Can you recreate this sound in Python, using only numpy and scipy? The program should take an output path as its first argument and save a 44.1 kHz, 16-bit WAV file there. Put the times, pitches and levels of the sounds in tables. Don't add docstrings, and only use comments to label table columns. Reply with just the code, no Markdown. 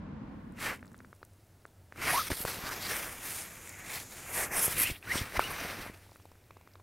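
import sys
import numpy as np
from scipy import signal
from scipy.fft import rfft, irfft, next_fast_len
from scipy.io import wavfile

SR = 44100
rng = np.random.default_rng(int(sys.argv[2]) if len(sys.argv) > 2 else 0)


def convert_level_to_amplitude(level_db):
    exponent = np.asarray(level_db, float) / 20
    return 10 ** exponent


def digitize_waveform(pressure):
    field = np.atleast_2d(pressure).T
    bounded = np.clip(field, -1, 1)
    quanta = np.round(bounded * 32767).astype(np.int16)
    wavfile.write(sys.argv[1], SR, quanta)


N = 300929
TIME = np.arange(N) / SR

# (peak [s], rise [s], fall [s], scratch level [dB], folds relative to scratch [dB])
CRUMPLE_STROKES = [(0.67, 0.081, 0.079, -38.5, -6.5), (2.087, 0.071, 0.11, -32, -4.5),
                   (2.312, 0.069, 0.044, -42, -11.5), (2.476, 0.12, 0.53, -46, 0.5),
                   (2.676, 0.029, 0.012, -46, -1), (2.726, 0.014, 0.073, -48, 2),
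                   (2.92, 0.13, 0.2, -42, -3), (3.31, 0.24, 0.23, -48, -4.5),
                   (3.619, 0.23, 0.72, -59, -1.5), (3.935, 0.17, .12, -49, -1.5),
                   (4.15, 0.053, 0.4, -53.5, -4.5), (4.402, 0.098, 0.094, -40, 1),
                   (4.545, 0.059, 0.18, -40, -1), (4.69, 0.083, 0.12, -46, -7),
                   (4.819, 0.13, 0.085, -42.5, -15.5), (4.931, 0.058, .05, -59, -1),
                   (5.15, 0.081, 0.12, -38, -6.5), (5.379, 0.028, 0.046, -35, -10),
                   (5.526, 0.15, 0.27, -42, -2.5), (5.8, 0.5, 0.13, -49, -1), (6.0, .2, 0.82, -81, -7)]


def rms_one(x):
    return x / np.sqrt(np.mean(x ** 2) + 1e-20)


def at_hz(points, hz):
    table_hz, values = np.array(points)[:, 0], np.array(points)[:, 1]
    return np.interp(np.log(hz), np.log(table_hz), values)


def drift(rate):
    r = np.exp(-40 * np.pi * rate / SR)
    slow = signal.lfilter([1], [1, -2 * r, r * r], rng.standard_normal(N // 20 + 2002))[2000:]
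    return np.interp(np.arange(N) / 20, np.arange(len(slow)), rms_one(slow))


def coloured(spectrum):
    size = next_fast_len(N)
    hz = np.arange(size // 2 + 1) * SR / size + 1
    shaped = rfft(rng.standard_normal(size)) * convert_level_to_amplitude(at_hz(spectrum, hz))
    return rms_one(irfft(shaped, size)[:N])


def ring(x, hz, t60):
    r = convert_level_to_amplitude(-60 / (t60 * SR))
    w = 2 * np.pi * min(hz, .45 * SR) / SR
    return signal.lfilter([0, np.sin(w)], [1, -2 * r * np.cos(w), r * r], x)


def add(out, s, sound):
    i = round(s * SR)
    out[i:i + len(sound)] += sound[:N - i]


def strokes(rows, stretch=1):
    drop_db = 10
    bend = 1.6
    t, power = TIME[::32], 1e-13
    for s, rise, fall, db, side_db in rows:
        away = np.where(t < s, (s - t) / rise, (t - s) / fall) / stretch
        power = power + convert_level_to_amplitude(2 * (db - drop_db * away ** bend)) * convert_level_to_amplitude([[0], [2 * side_db]])
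    return [np.interp(TIME, t, p) for p in power]


def rubbing(slips_per_s=4000, spread_db=3.0, smooth=1.9, catch_db=2.06, patchy_db=0.94,
            snaps_per_s=70, snap_db=2.5, flutter_db=0.38):
    # (low edge [Hz], high edge [Hz])
    zones = [(350, 1200), (1300, 3000), (3200, 7000), (7500, 15500)]
    # (frequency [Hz], level [dB per Hz])
    cloth_colour = [(150, -32), (250, 0), (282, -6.5), (466, -3), (963, 0), (1050, 0.5), (1130, 2.5),
                    (1960, 7.5), (2410, 6), (3350, -6), (5720, -7.5), (7160, -10.5), (9950, -15),
                    (13100, -15), (15600, -17.5)]
    # (frequency [Hz], zone number [-])
    zone_followed = [(700, 0), (1800, 1), (2700, 1), (3400, 2), (6500, 2), (9500, 3), (12500, 3),
                     (15000, 2.5)]

    grid = np.arange(100, 16000, 10.)
    power = 10 * convert_level_to_amplitude(2 * at_hz(cloth_colour, grid))
    levels = []
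    for db, (low, high) in zip(zone_levels(), zones):
        levels.append(db - 10 * np.log10(power[(grid > low) & (grid < high)].sum()))

    slips = (rng.random(N) < slips_per_s / SR) * convert_level_to_amplitude(spread_db * np.minimum(rng.exponential(1, N), 4))
    grain = rms_one(smooth + rms_one(signal.lfilter([1], [1, -.8], slips)))
    crackle = (rng.random(N) < snaps_per_s / SR) * convert_level_to_amplitude(snap_db + 3.7 * rng.standard_normal(N))
    grain = grain + signal.lfilter([1], [1, -.9], crackle)
    flutter = convert_level_to_amplitude(flutter_db * drift(40.0))
    catching = convert_level_to_amplitude(catch_db * np.tanh(drift(15.4)))
    white = grain * flutter * catching * rng.standard_normal((2, N))

    edges, out = 260 * 2 ** np.arange(0, 6.1, .2), 0
    for k, (low, high) in enumerate(zip(edges, edges[1:])):
        hz = np.sqrt(low * high)
        place = np.clip(at_hz(zone_followed, hz), 0, 3)
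        below = min(int(place), 2)
        db = levels[below] + (place - below) * (levels[below + 1] - levels[below])
        band_filter = signal.butter(3, [low, high], "band", fs=SR, output="sos")
        band = signal.sosfilt(band_filter, white[k % 2])
        out = out + band * convert_level_to_amplitude(db + at_hz(cloth_colour, hz) + shadow_db(hz) + patchy_db * drift(6.9))
    return out * np.sqrt(SR / 2)


def zone_levels():
    # (peak [s], rise [s], fall [s], hiss level [dB], weave relative to hiss [dB])
    slide_strokes = [(0.64, 0.049, 0.092, -44, -2.5), (1.99, .035, .05, -56, -9),
                     (2.054, 0.036, 0.3, -39, -4), (2.188, 0.12, 0.057, -39.5, 0),
                     (2.3, 0.055, 0.077, -43.5, -2.5), (2.405, 0.088, 0.075, -40, -9),
                     (2.485, 0.045, 0.22, -44.5, -2), (2.676, 0.048, 0.046, -46, -1.5),
                     (2.726, 0.034, 0.071, -44.5, -2), (2.84, 0.081, 0.12, -47, 1),
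                     (2.93, 0.12, 0.21, -40, -6.5), (3.13, .1, .1, -52, -6), (3.306, 0.12, 0.16, -41, -7.5),
                     (3.6, 0.25, 0.95, -55, -10), (3.93, 0.072, 0.11, -43, -4),
                     (4.144, 0.06, 0.21, -51, -6.5), (4.39, 0.078, 0.07, -32.5, -16),
                     (4.545, .03, 0.068, -34.5, -19.5), (4.646, 0.11, 0.16, -34, -8.5),
                     (4.82, 0.069, 0.11, -36, -6), (5.156, 0.067, 0.086, -39.5, -3),
                     (5.372, 0.025, 0.076, -45, -2), (5.5, 0.22, 0.33, -47.5, -2.5),
                     (5.8, 0.23, 0.056, -62, 9), (6.1, 0.084, 0.28, -71.5, -2.5)]
    scratch, folds = strokes(CRUMPLE_STROKES)
    hiss, weave = strokes(slide_strokes)
    weave = weave + scratch * convert_level_to_amplitude(2 * -14)
    return 10 * np.log10([folds, scratch, weave, hiss])


def shadow_db(hz):
    # (centre [s], duration [s], frequency [Hz], width [octaves], level [dB])
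    cancelled = [(2.18, 0.29, 7500, .3, -11), (2.355, 0.13, 7000, .4, -4), (2.63, .1, 9000, .6, -4),
                 (2.78, 0.087, 9000, .6, -7), (3.1, 0.39, 4300, .35, -7), (3.12, .25, 7500, .25, -5),
                 (3.55, 0.23, 4600, .5, -3), (3.8, 0.31, 5000, .3, -2), (4.287, .14, 4000, .4, -4),
                 (4.42, 0.26, 4100, .35, -3), (4.62, 0.22, 4200, .35, -14), (4.757, 0.054, 6000, .6, -1),
                 (5.15, 0.17, 7300, .3, -2.5), (5.6, 0.89, 7200, .25, -9), (0.66, 0.22, 6500, .3, -3.5),
                 (4.502, 0.12, 3700, 1, -7), (4.96, 0.087, 7100, 1.1, -9), (4.1, 0.12, 7000, 1.1, -2.5),
                 (3.6, .3, 910, 1.3, -1)]
    t, loss = TIME[::64], 0
    for s, lasts, dip_hz, octaves, db in cancelled:
        off_pitch = np.log2(hz / dip_hz) * 2 / octaves
        off_time = (t - s) * 2 / lasts
        loss = loss + db * np.exp(-off_pitch ** 2 - off_time ** 2)
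    return np.interp(TIME, t, loss)


def sticking():
    # (centre [s], length [ms], level [dB])
    holds = [(2.294, 15, -13), (2.4455, 8, -11), (2.361, 8, -5), (5.3855, 17, -12), (5.404, 10, -5),
             (5.922, 32, -5), (0.583, 14, -4), (1.92, 76, -6), (2.262, 10, -4), (2.70, 12, -4),
             (2.755, 12, -3), (2.433, 5, -8), (0.52, 105, -12), (0.82, 100, -12), (5.008, 34, -9),
             (4.495, 30, -4)]
    return convert_level_to_amplitude(sum(db * np.exp(-((TIME - s) * 2000 / ms) ** 4) for s, ms, db in holds))


def swipes(swell=0.3, stop_ms=9.0, grain_db=2.0):
    # (start [s], stop [s], frequency [Hz], width [Hz], level [dB])
    sung_bands = [(0.611, 0.753, 1620, 885, -42.5), (2.077, 2.167, 10800, 2490, -37),
                  (2.2, 2.956, 12700, 1500, -55.5), (2.087, 2.243, 5140, 1500, -46),
                  (2.394, 2.443, 12000, 3000, -42), (2.477, 2.509, 11500, 3000, -44),
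                  (2.644, 2.688, 4530, 1200, -49), (2.47, 2.492, 1560, 700, -42),
                  (2.62, 2.74, 1450, 686, -43), (2.87, 2.983, 2100, 800, -45),
                  (2.808, 2.883, 4500, 1190, -46), (2.875, 2.95, 5700, 1000, -46),
                  (2.9, 3.0, 13200, 1170, -48), (2.894, 2.988, 9400, 1470, -47),
                  (3.227, 3.452, 8950, 3100, -47), (2.87, 4.56, 6930, 1520, -57.5),
                  (3.676, 3.876, 2120, 600, -53.5), (3.868, 4, 2240, 700, -47.5),
                  (4.327, 4.47, 8700, 3340, -40), (4.357, 4.461, 2020, 600, -41.5),
                  (4.503, 4.608, 1950, 700, -40), (4.56, 4.614, 9950, 2500, -32.5),
                  (4.512, 4.622, 6040, 1200, -45.5), (4.613, 4.675, 10900, 2700, -28.5),
                  (4.754, 4.92, 2540, 850, -39.5), (4.775, 4.83, 2330, 690, -49),
                  (4.778, 4.851, 11300, 2600, -28), (4.916, 4.975, 2900, 1200, -51.5),
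                  (5.115, 5.209, 5600, 695, -45), (5.125, 5.177, 1420, 600, -42),
                  (5.366, 5.374, 1850, 500, -35), (5.173, 5.198, 3350, 1200, -38),
                  (5.41, 5.9, 11900, 2000, -61.5), (5.43, 5.632, 5900, 900, -57),
                  (5.126, 5.2, 8600, 1800, -43.5), (5.5, 5.53, 11000, 3000, -46),
                  (5.9, 6.82, 12500, 1600, -82), (6.001, 6.797, 2440, 1000, -75.5)]
    out = np.zeros(N)
    white = rng.standard_normal(N) * convert_level_to_amplitude(grain_db * drift(270))
    for start, stop, hz, width_hz, db in sung_bands:
        span = slice(round(start * SR), round(stop * SR))
        t60, length = 1.8 / width_hz, stop - start
        sung = ring(ring(white[span], hz, t60), hz, t60)
        growth = (np.abs(TIME[span] - start) / length) ** swell
        ending = np.clip((stop - TIME[span]) / (stop_ms / 1000 + .08 * length), 0, 1)
        out[span] += convert_level_to_amplitude(db) * rms_one(sung * growth * ending)
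    return out


def zips(wobble_hz=46, uneven_db=3.8, second_db=-26):
    # (time [s], rib rate [Hz], level [dB])
    rib_runs = [
        [(2.128, 700, -33), (2.138, 760, -32), (2.144, 889, -26.5), (2.156, 968, -31.5), (2.186, 1190, -29),
         (2.191, 1200, -37), (2.196, 1330, -30), (2.206, 1265, -36), (2.222, 1310, -37)],
        [(4.77, 2500, -46), (4.79, 2246, -46), (4.815, 1980, -44), (4.83, 2150, -46)],
        [(4.835, 2420, -39), (4.86, 2640, -35.5), (4.878, 2880, -39)],
        [(5.07, 1380, -53), (5.076, 1445, -41), (5.09, 1625, -52), (5.108, 1900, -32), (5.116, 1974, -29),
         (5.125, 2090, -30), (5.13, 2150, -38), (5.138, 2171, -48)],
        [(5.33, 243, -57), (5.355, 682, -38.5), (5.372, 1260, -42)],
        [(5.4, 1580, -46), (5.415, 1360, -44), (5.43, 1260, -36)],
        [(5.42, 2415, -49), (5.44, 2850, -40.5), (5.468, 2940, -41), (5.482, 2340, -48)],
        [(5.5, 1210, -44), (5.518, 960, -41)],
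    ]
    out = np.zeros(N)
    waver, uneven = drift(240), np.tanh(drift(260))
    for rows in rib_runs:
        s, hz, db = np.transpose(rows)
        span = slice(round(s[0] * SR), round(s[-1] * SR))
        t = TIME[span]
        phase = 2 * np.pi * np.cumsum(np.interp(t, s, hz) + wobble_hz * waver[span]) / SR
        edge = np.clip(np.minimum(t - s[0], s[-1] - t) / 0.0014, 0, 1)
        tone = np.sin(phase) + convert_level_to_amplitude(second_db) * np.sin(2 * phase)
        out[span] += np.sqrt(2) * tone * edge * convert_level_to_amplitude(np.interp(t, s, db) + uneven_db * uneven[span])
    return out


def cable(recover_hz=45):
    # (frequency [Hz], level [dB per Hz])
    wire_colour = [(12, -40), (20, -6.5), (70, -3), (114, -3), (367, -9.5), (437, -15.5), (500, -11),
                   (650, -25), (1100, -120)]
    # (time [s], peak [dB], width [ms], direction [+1 or -1])
    capsule_tugs = [(2.3041, -21, 0.57, 1), (2.3074, -21, 0.39, 1), (2.315, -23, 1.4, 1),
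                    (2.318, -23, 2.8, 1), (2.323, -31, 4.1, -1), (2.405, -30, 1.6, 1), (2.45, -25.5, 1, 1),
                    (2.452, -16, 0.4, 1), (2.639, -31, 1.8, 1), (4.68, -22, 0.59, -1), (4.683, -32, 3.4, 1),
                    (4.81, -29, 0.78, 1), (4.901, -27, 0.88, 1), (4.915, -28, 4.2, 1),
                    (5.157, -21.5, 1.4, -1), (5.211, -34, 2.4, -1), (5.217, -24, 3.6, 1),
                    (5.38, -26.5, 5.5, 1), (5.388, -34, 4.5, -1), (5.65, -32, 1, 1),
                    (5.864, -30.5, 0.44, 1), (5.899, -31.5, 1.2, 1)]
    pushes = np.zeros(N)
    for s, db, ms, way in capsule_tugs:
        t = np.arange(-441, 882) / SR * 1000 / ms
        steepness = np.where(t < 0, 9, 1.6)
        add(pushes, s - .01, np.sign(way) * convert_level_to_amplitude(db) * np.exp(-steepness * t ** 2))
    pushes = signal.lfilter(*signal.butter(1, recover_hz, "high", fs=SR), pushes)
    return pushes + shaking() * coloured(wire_colour)


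def shaking():
    # (time [s], level [dB])
    wire_yanks = [(2.0, -46), (2.155, -54), (2.44, -52), (2.58, -47), (2.87, -50), (4.37, -61), (4.78, -41),
                  (4.89, -45), (5.1, -46), (5.51, -46), (5.8, -45)]
    shake_db, share, lingers = -48.5, 0.59, 1.22
    yank_s = 0.027
    rows = [(s, rise, fall, shake_db + share * (db + 40), 0)
            for s, rise, fall, db, _ in CRUMPLE_STROKES if db > -60]
    rows += [(s, yank_s, yank_s, db, 0) for s, db in wire_yanks]
    return np.sqrt(strokes(rows, stretch=lingers)[0])


def taps(cycles=5.6, lower_hz=470, lower_db=-1, contact=.27, apart=.45, rebound=1.35,
         rattle_ms=2.6, rattle_hz=(2350, 3700, 5600), rattle_t60=.0048):
    # (time [s], peak [dB], ring [Hz], rattle relative to peak [dB])
    cable_taps = [(0.8285, -36, 1570, -22), (0.8485, -45, 1490, -14), (0.8666, -49, 1210, -8),
                  (0.9446, -40, 1390, -14), (1.0042, -39, 1500, -14), (1.0476, -40, 1390, -14),
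                  (1.1294, -38, 1300, -20), (0.918, -50, 1500, -12), (1.217, -49, 800, -12),
                  (1.2298, -34.5, 1320, -20), (1.6535, -34, 1400, -26), (1.9227, -48, 1000, -20),
                  (1.9239, -34, 1630, -26), (1.9601, -39.5, 1330, -12), (2.3174, -21, 1740, -12),
                  (2.33, -28, 1430, -6), (3.674, -35, 2000, -13),
                  (5.323, -35, 1800, -14), (5.3944, -8, 1013, -30), (6.0651, -50, 851, -10),
                 (6.0933, -47, 1000, -8), (6.1187, -44, 813, -12), (6.1589, -43, 1240, -4),
                 (6.1997, -49, 1000, -6), (6.355, -52, 1500, -8), (6.2549, -41, 786, -12),
                 (6.3172, -46, 900, -8), (6.5075, -39.5, 1100, -4), (6.5688, -41.5, 960, -5),
                 (6.6117, -50, 960, 0), (6.6749, -42, 1250, -8), (6.7553, -42, 1135, -10),
                 (6.7984, -47, 990, -8), (6.8012, -51, 900, -8)]
    rows = cable_taps
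    out, chance = np.zeros(N), rng.random((len(rows), 5, 3))
    for (s, db, hz, rattle_db), knocks in zip(rows, chance):
        push, hit, loose = np.hanning(int(contact * SR / hz) + 3), np.zeros(900), np.zeros(900)
        add(hit, 0, -push)
        add(hit, apart / hz, rebound * push ** 2)
        soft = db < -15
        lasts = cycles / (2 if db > -15 else 1)
        sound = ring(hit, hz, lasts / hz)
        sound = sound + convert_level_to_amplitude(lower_db) * ring(hit, lower_hz, lasts / 900) * soft
        for late, size, _ in knocks:
            add(loose, 1 / hz + late * rattle_ms / 1000, (2 * size - 1) * np.hanning(6))
        rattle = 0
        for mode_hz, shift in zip(rattle_hz, knocks[:, 2]):
            mode = ring(loose, mode_hz * (.94 + .12 * shift), rattle_t60)
            rattle = rattle + mode * (rattle_hz[0] / mode_hz) ** 1.6
        sound = sound / np.abs(sound).max() + convert_level_to_amplitude(rattle_db) * rattle / np.abs(rattle).max()
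        add(out, s - .47 / hz, convert_level_to_amplitude(db) * sound)
    return out


def creases(cycles=7.0, faint_db=-56, spread_db=8.0, crack_db=-3, crack_ms=.12):
    # (time [s], peak [dB], ring [Hz])
    crease_snaps = [(0.523, -45, 9000), (0.761, -40, 10500), (0.774, -43, 10000), (0.793, -45, 2200),
                    (0.808, -48, 8000), (0.8156, -52.5, 10200), (0.8565, -43, 8000), (0.8684, -48, 6950),
                    (0.879, -48, 4600), (0.9, -56, 10500), (0.9169, -52, 7430), (0.931, -48, 8000),
                    (0.95, -54, 3500), (0.966, -50, 8000), (0.9786, -41, 9200), (0.9895, -45, 6000),
                    (1.03, -53, 10000), (1.053, -58, 7000), (1.1084, -55, 8000), (1.15, -51, 9000),
                    (1.1628, -48, 10000), (1.2299, -48, 3990), (1.25, -40, 10000), (1.2503, -46, 7300),
                    (1.9241, -50, 6000), (1.3349, -49, 8270), (1.4487, -53, 10600), (1.664, -49, 8800),
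                    (1.959, -45, 10300),
                    (1.973, -41, 5000), (2.303, -32, 4820), (2.319, -25, 5100), (2.451, -23, 10500),
                    (2.475, -34, 5290), (2.738, -33, 5120), (3.508, -40, 12000), (3.555, -41, 6500),
                    (3.63, -43, 8850), (3.668, -35, 13000), (3.676, -34, 8000), (3.682, -40, 5850),
                    (3.688, -40, 9000), (3.694, -30, 7590), (3.702, -40, 4870), (3.743, -40, 2580),
                    (3.755, -37, 8000), (3.805, -42, 2380), (4.11, -31, 10500), (5.0147, -43, 10400),
                    (5.0272, -37, 2500), (5.053, -41, 3080), (5.3933, -23, 12600), (5.6043, -30, 5600),
                    (5.7088, -34, 4460), (5.842, -40, 4310),
                    (5.947, -46, 2100), (5.948, -50, 5000), (6.035, -50, 13000), (6.09, -52, 10000),
                  (6.113, -47, 5000), (6.13, -49.5, 4500), (6.153, -44, 9670), (6.168, -46, 11000),
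                  (6.2, -55, 3000), (6.225, -51, 5450), (6.255, -48, 9000), (6.3166, -53, 5500),
                  (6.44, -57, 4000), (6.485, -52, 10500), (6.5085, -54, 12500), (6.5715, -56, 4940),
                  (6.6, -53, 12000), (6.612, -51, 8000), (6.675, -53, 5000), (6.716, -54, 5000),
                  (6.7363, -50, 5020), (6.755, -54, 4000)]
    # (start [s], time constant [s], count [snaps])
    relaxing = [
        (0.74, .25, 40),
        (5.88, .22, 60),
        (1.2, .6, 12),
        (6.2, .5, 45),
        (3.45, .3, 25),
    ]
    out, rows = np.zeros(N), crease_snaps
    for s, slow, count in relaxing:
        for a, b, c in rng.random((count, 3)):
            rows.append((s - slow * np.log(a), faint_db - spread_db * b - 5 * (1 - c), 3500 * 4 ** c))
    count = len(rows)
    cracks = np.diff(rng.standard_normal((count, 41))) * np.exp(-TIME[:40] * 1000 / crack_ms)
    seconds = rng.uniform(0.24, 1.26, count)
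    delays = rng.uniform(.0005, .0025, count)
    for (s, db, hz), second, crack, again in zip(rows, seconds, cracks, delays):
        turns = np.arange(int(cycles * SR / hz)) * hz / SR
        tick = np.sin(2 * np.pi * turns) + .5 * np.sin(2 * np.pi * second * turns)
        tick = tick * turns * np.exp(1 - turns)
        add(out, min(s, TIME[-1]), convert_level_to_amplitude(db - 4) * tick)
        add(out, min(s + again, TIME[-1]), convert_level_to_amplitude(db - 9) * tick)
        add(out, min(s, TIME[-1]), convert_level_to_amplitude(db + crack_db) * crack / np.abs(crack).max())
    return out


def room():
    # (frequency [Hz], level [dB per Hz])
    floor_colour = [(12, -26), (20, -10), (44, -34), (101, -3.5), (226, -10), (373, -10), (493, -14),
                    (599, -12.5), (1110, -20.5), (1460, -20.5), (3460, -28), (10300, -29), (15600, -30)]
    # (frequency [Hz], width [Hz], level [dB])
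    hum_bands = [
        (93.8, 9.7, -60.5),
        (10600, 70, -87),
    ]
    out = convert_level_to_amplitude(-64.5) * coloured(floor_colour)
    for hz, width_hz, db in hum_bands:
        hum = ring(rng.standard_normal(N + SR), hz, 1.8 / width_hz)[SR:]
        sounding = (TIME < 2.0) | (hz < 1000)
        out += sounding * convert_level_to_amplitude(db) * rms_one(hum)
    return out


def earlier_room():
    # (time [s], level [dB])
    fade_levels = [(0, -43), (0.3, -44), (0.55, -47.5), (0.8, -53), (1.0, -56), (1.1, -60.5), (1.15, -85)]
    # (frequency [Hz], level [dB per Hz])
    mid_colour = [(15, -43), (25, -26), (45, -2), (131, -3), (243, 2), (386, -17.5), (488, -15), (700, -22),
                  (1010, -18.5), (1270, -25), (1440, -23.5), (3660, -42.5), (4270, -45), (12000, -68),
                  (15600, -109), (22000, -120)]
    # (frequency [Hz], level [dB per Hz])
    side_colour = [(24, -48), (40, -14), (106, -17), (180, -6), (218, -9.5), (264, -3), (377, -21),
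                   (425, -14), (979, -14), (5860, -44.5), (12000, -58), (14500, -55), (15600, -86),
                   (22000, -120)]
    s, db = np.transpose(fade_levels)
    fade_out = convert_level_to_amplitude(np.interp(TIME, s, db, right=-130))
    side = convert_level_to_amplitude(-12) * coloured(side_colour)
    return fade_out * (coloured(mid_colour) + side * np.array([[1], [-1]]))


def scene():
    near = sticking() * rubbing() + swipes() + zips() + cable() + taps()
    fade_in = np.interp(TIME, [0, .15, .5, 1.1], [0, .03, .45, 1])
    return near + fade_in * (room() + creases()) + earlier_room()


def roll_off(x):
    return signal.sosfilt(signal.butter(12, 16640, fs=SR, output="sos"), x)


def record(dry):
    low_pass = signal.ellip(10, .5, 55, 15780, fs=SR, output="sos")
    mix = signal.sosfilt(low_pass, dry)
    return roll_off(mix)


dry = scene()
out = record(dry)
digitize_waveform(out)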